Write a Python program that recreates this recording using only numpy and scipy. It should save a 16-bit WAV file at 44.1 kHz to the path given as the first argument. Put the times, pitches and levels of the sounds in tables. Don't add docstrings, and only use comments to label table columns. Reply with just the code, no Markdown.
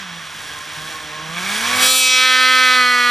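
import sys
import numpy as np
from scipy import signal
from scipy.fft import rfft, irfft
from scipy.io import wavfile

SR = 44100
rng = np.random.default_rng(int(sys.argv[2]) if len(sys.argv) > 2 else 0)


def unload_wav(signal):
    wavfile.write(
        sys.argv[1],
        SR,
        np.round(np.clip(np.atleast_2d(signal).T, -1, 1) * 32767).astype(np.int16),
    )


N = 136710
T, HZ = np.arange(N) / SR, np.fft.rfftfreq(N, 1 / SR)

# (time [s], rate [Hz])
FIRING_RATE = [(0, 200), (.1, 171), (.2, 166), (.33, 150), (.75, 153), (.89, 159), (1.1, 152), (1.28, 159),
               (1.4, 178.3), (1.6, 222), (1.75, 252), (1.82, 253), (1.9, 258), (2, 258), (2.1, 256.2),
               (2.57, 256), (2.77, 252.7), (2.85, 248.7), (3.1, 243.4)]
# (time [s], level [dB])
EXHAUST_LEVEL = [(0, -62), (1.3, -50), (1.5, -35), (1.68, -30.5), (1.73, -28.5), (1.79, -23), (1.83, -13),
                 (1.9, -13.5), (1.98, -14), (2.12, -13), (2.3, -12.5), (2.55, -12), (2.8, -12), (2.88, -14),
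                 (3.1, -14)]
# (time [s], aim [0 skimming the snow, 1 at us, 2 just past, 3 sideways, 4 or more away])
PIPE_AIM = [(1.72, 2), (1.79, 0.35), (1.84, 0.66), (1.95, 0.5), (2.02, 1.47), (2.13, 2), (2.26, 3),
            (2.42, 3.5), (2.75, 3.5), (2.88, 6), (3.0, 4), (3.1, 4)]
# (frequency [Hz], level [dB])
PIPE_TONE = [(250, -20.5), (510, -16), (770, -18), (1000, -15), (1220, -1), (1550, -.5), (2050, -2.5),
             (2530, -1), (2820, -10), (3320, -1.5), (3650, -5.5), (4100, -4), (4400, -11.5), (4750, -10),
             (5300, -16), (5850, -10.5), (6300, -25.5), (7600, -20), (8300, -25.5), (9700, -25),
             (10300, -32), (11200, -31), (15000, -47.5)]
# (frequency [Hz], boost [dB])
AIM_SKIMMING = [(250, 0.5), (1200, 3.5), (1550, -2), (2300, -9), (3300, -4), (5800, 2.5), (7500, 6),
                (15000, 9.5)]
AIM_FACING = [(250, 0), (1000, -6), (1300, -16), (1550, -28.5), (2050, -34), (2350, -2), (3300, -4.5),
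              (5800, 1), (7500, 12.5), (15000, 16.5)]
AIM_JUST_PAST = [(250, -0.5), (1000, 1.5), (1300, -2.5), (1800, -15), (2300, 5), (3300, 1.5), (4400, 1.5),
                 (5600, 9.5), (7500, 11.5), (9500, 8.5), (11500, -2), (15000, 9)]
AIM_AWAY = [(250, 6), (800, -0.5), (1230, 4), (1700, -2), (2000, 3.5), (2500, -6), (3300, -3),
            (3750, -13.5), (4250, 0.5), (5000, -6), (8000, -5), (15000, -2)]
# (frequency [Hz], level [dB])
GAS_HISS = [(100, -30), (1200, -19), (3000, -12), (6000, -7.5), (9000, -5), (15000, 7)]
def exhaust(turns, jitter_s=5e-6, waver=0.34, shimmer=0.031, bounce_s=.00075, bounce=0.5):
    step = 128
    t = T[::step]
    changes = (read(AIM_SKIMMING), read(AIM_FACING), read(AIM_JUST_PAST), 0, read(AIM_AWAY))
    colours = [ringing(read(PIPE_TONE) + change) for change in changes]
    aim = np.clip(at(PIPE_AIM, t), 0, 4)
    shares = [np.maximum(1 - abs(aim - k), 0) for k in range(5)]
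    harmonics_hz = np.arange(1, 63)[:, None] * at(FIRING_RATE, t)
    gains = np.exp(sum(s * np.interp(harmonics_hz, HZ, c) for s, c in zip(shares, colours)))
    strength = np.sqrt((abs(gains) ** 2).sum(0) / 2)
    echo = np.exp(-2j * np.pi * harmonics_hz * bounce_s)
    gains = gains / strength * (bounce + echo) / (1 + bounce * echo)
    firing = np.exp(2j * np.pi * (turns + jitter_s * at(FIRING_RATE) * wander(120)))
    tone, harmonic = np.zeros(N), np.ones(N, complex)
    for gain, hz in zip(gains, harmonics_hz):
        harmonic = harmonic * firing
        drift = wander(12.5, len(t), step) + 1j * wander(2.3, len(t), step)
        flicker = np.exp(waver * hz / (hz + 4000) * drift)
        tone += (np.interp(T, t, gain * flicker) * harmonic).real
    tone *= 1 + shimmer * wander(120.1)
    puffs = unit(0.31 + np.exp(-(turns % 1) / 0.39))
    gas = rfft(noise(1, puffs)) * amp(read(GAS_HISS)) * np.sqrt(SR / at(FIRING_RATE).max()) / 2
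    hiss = sum(np.interp(T, t, s / strength) * irfft(gas * np.exp(c), N) for s, c in zip(shares, colours))
    return amp(at(EXHAUST_LEVEL)) * (hiss - tone)


# (time [s], level [dB])
BARK_LEVEL = [(1.25, -55), (1.38, -28), (1.5, -26), (1.59, -31.5), (1.65, -26.5), (1.76, -22), (1.85, -21),
              (1.93, -62)]
# (frequency [Hz], width [Hz], level [dB])
BURIED_RINGS = [(1200, 127, -6), (1630, 110, -0.5), (2280, 123, 3), (3410, 298, -8)]
def bark(turns, rough=.52):
    uneven = turns + .011 * wander(60)
    pulses = unit(sum(np.cos(2 * np.pi * k * uneven) for k in range(4, 24)))
    ragged = pulses * (1 + rough * wander(140)) + rough * noise(1)
    rings = sum(amp(db) / (1 + 2j * (HZ - hz) / width) for hz, width, db in BURIED_RINGS)
    bass_cut = (HZ / 800) ** 4 / (1 + (HZ / 800) ** 4)
    return amp(at(BARK_LEVEL)) * unit(irfft(rfft(ragged) * rings * bass_cut, N))


# (time [s], level [dB])
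DRONE_LEVEL = [(0.0, -44), (0.16, -39), (0.19, -43), (0.44, -56), (0.76, -51), (0.78, -40), (0.95, -52),
               (1.27, -39), (1.29, -35), (1.8, -34.5), (2.05, -52), (2.68, -39), (3.01, -36), (3.1, -36)]
# (multiple of the firing rate, level [dB])
DRONE_OVERTONES = [(2, -13.5), (3, -13), (4, -11.5), (5, -15.5), (6, -14.5)]
# (time [s], level [dB])
LOAD_LEVEL = [(0, -50), (.4, -46), (.9, -40.5), (1.25, -35), (1.5, -33.5), (1.75, -26.5), (1.9, -31.5),
              (2.1, -56)]
def drone(turns, rough=0.12, overtone_rough=0.32, trim_db=-1, buried_until_s=1.85):
    buried = np.clip((buried_until_s - T) / 0.11 + .5, 0, 1)
    note = np.cos(2 * np.pi * turns) * (1 + rough * wander(40))
    low = buried * amp(at(DRONE_LEVEL) + trim_db) * note
    overtones = np.zeros(N)
    for k, db in DRONE_OVERTONES:
        clean = np.cos(2 * np.pi * (k * turns + rng.random()))
        overtones += amp(db) * (clean + overtone_rough * fuzzy(k * turns, width_hz=20))
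    return np.sqrt(2) * (amp(at(LOAD_LEVEL)) * overtones - low)


# (time [s], level [dB])
CLATTER_LEVEL = [(0, -28), (.2, -33), (.45, -33.5), (.82, -31.5), (1.05, -32), (1.3, -31.5), (1.42, -24.5),
                 (1.52, -24), (1.58, -24), (1.72, -22), (1.84, -18.5), (1.94, -32.5), (2.3, -31),
                 (3.1, -31.5)]
# (frequency [Hz], level [dB])
HOOD_TONE = [(120, -38), (230, -21), (400, -18), (650, -12), (950, -9), (1300, -6.5), (1650, -1.5),
             (2200, -6), (2750, -7), (3350, -6.5), (3900, -9.5), (4450, -14.5), (5100, -15), (5700, -16.5),
             (7000, -18.5), (9900, -27), (15000, -39)]
# (frequency [Hz], width [Hz], level [dB])
HOOD_PEAKS = [(1110, 140, -12.5), (1652, 75, -13), (2280, 70, -16.5), (3310, 90, -10), (5730, 220, -14)]
def clatter(turns, throb=0.12, grain_db=0.5, wobble_db=0.89):
    body = unit(amp(read(HOOD_TONE)))
    ring_power = sum((amp(db) * unit(1 / (1 + ((HZ - hz) / width) ** 2))) ** 2
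                     for hz, width, db in HOOD_PEAKS)
    knocks = (1 + throb * np.cos(2 * np.pi * turns)) * amp(grain_db * wander(350))
    loudness = amp(at(CLATTER_LEVEL) + wobble_db * wander(6.7))
    return loudness * noise(np.sqrt(body ** 2 + ring_power), knocks)


# (time [s], level [dB])
WHINE_LEVEL = [(0, -48), (.4, -58), (.58, -42), (.72, -42.5), (.84, -40), (.95, -39), (1.2, -38.5),
               (1.45, -41), (1.65, -40), (1.85, -47), (1.95, -64)]
# (multiple of the firing rate, level [dB])
TRACK_NOTES = [(.4, -48), (.8, -41), (2.48, -40), (4.55, -27)]
def drive(turns, whine_multiple=6.95, rough=0.81, howl_at_s=1.78, howl_fade_s=.13):
    cycles = whine_multiple * turns
    whine = unit(np.cos(2 * np.pi * cycles) + rough * fuzzy(cycles, width_hz=19))
    howl = sum(amp(db) * fuzzy(k * turns, width_hz=11.6) for k, db in TRACK_NOTES)
    swell = np.exp(-((T - howl_at_s) / howl_fade_s) ** 2)
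    return amp(at(WHINE_LEVEL)) * whine + swell * howl


# (time [s], level [dB])
SPRAY_LEVEL = [(0, -54), (.25, -45.5), (.4, -40.5), (.7, -42), (.9, -38), (1.2, -49), (1.35, -39),
               (1.52, -28.5), (1.75, -28), (1.85, -26), (2.05, -40), (2.2, -32.5), (3.1, -35)]
RUMBLE_LEVEL = [(0, -53), (.3, -52), (.4, -45), (.55, -47.5), (.69, -52), (.77, -46.5), (1.1, -49),
                (1.3, -47.5), (1.8, -45.5), (2.05, -63), (2.6, -51), (3.1, -61)]
# (frequency [Hz], level [dB])
SPRAY_TONE = [(1000, -41), (4000, 2), (7000, -1.5), (10000, -3), (15000, -16)]
RUMBLE_TONE = [(20, -13), (45, -9), (70, 1.5), (110, -2), (250, -4.5), (600, -14.5), (3000, -74)]
def snow(grain_db=3, spread=0.17):
    spray = noise(amp(read(SPRAY_TONE)), amp(grain_db * wander(900)))
    lows = amp(read(RUMBLE_TONE))
    wide = unit(irfft(rfft(rng.standard_normal((2, N))) * lows, N))
    rumble = unit(noise(lows) + spread * wide)
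    return amp(at(SPRAY_LEVEL)) * spray + amp(at(RUMBLE_LEVEL)) * rumble


# (time [s], level [dB])
LOPE_LEVEL = [(1.9, -66), (2.4, -62), (2.55, -50), (3.1, -56)]
def lope(turns):
    return amp(at(LOPE_LEVEL)) * fuzzy(turns / 2, width_hz=4.7)


def amp(db):
    return 10 ** (np.asarray(db) / 20)


def unit(x):
    return x / np.sqrt(np.mean(abs(x) ** 2) + 1e-20)


def at(points, t=T):
    return np.interp(t, *np.transpose(points))


def read(points):
    hz, value = np.transpose(points)
    return np.interp(np.log(HZ + 1), np.log(hz + 1), value)


def wander(hz, size=N, step=1):
    f = np.fft.rfftfreq(size, step / SR)
    return unit(irfft(rfft(rng.standard_normal(size)) * np.exp(-(f / hz) ** 2), size))


def fuzzy(turns, width_hz):
    angle = 2 * np.pi * turns
    return unit(wander(width_hz) * np.cos(angle) + wander(width_hz) * np.sin(angle))


def ringing(db):
    log = np.log(amp(db))
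    return np.conj(signal.hilbert(np.r_[log, log[-2:0:-1]]))[:len(log)]


# (frequency [Hz], likeness [0 to 1])
LIKENESS = [(60, 0.76), (180, 0.78), (540, 1), (1630, 0.95), (4910, 0.95), (14800, 0.82)]
def noise(gain, envelope=1):
    left, other = rfft(rng.standard_normal((2, N)) * envelope)
    same = np.clip(read(LIKENESS), 0, 1)
    right = same * left + np.sqrt(1 - same ** 2) * other
    return unit(irfft(np.array([left, right]) * gain, N))


def scene():
    rate_hz = at(FIRING_RATE) * (1 + 0.00088 * wander(14.2))
    turns = np.cumsum(rate_hz) / SR
    engine = lope(turns) + exhaust(turns) + bark(turns) + drone(turns)
    return engine + clatter(turns) + drive(turns) + snow()


# (frequency [Hz], left minus right [dB])
BALANCE = [(60, 0), (130, -4.5), (290, -4.5), (640, -4.5), (1390, -2), (3060, -2), (6720, 0.0), (14800, 1)]
# (frequency [Hz], left's lead [radians])
LEFT_LEAD = [(0, 1), (5080, 0.26), (6370, -0.41), (7410, 0.99), (8440, 0.55), (14900, 0.0)]
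def record(dry, ceiling=.88, top_hz=15300):
    sides = np.array([[.5], [-.5]])
    heard = irfft(rfft(dry) * amp(sides * read(BALANCE)) * np.exp(1j * sides * read(LEFT_LEAD)), N)
    rounded = heard / (1 + (heard / ceiling) ** 8) ** (1 / 8)
    treble_cut = signal.firwin(511, top_hz, window=("kaiser", 9), fs=SR)
    return signal.oaconvolve(rounded, treble_cut[None], "same")


dry = scene()
out = record(dry)
unload_wav(out)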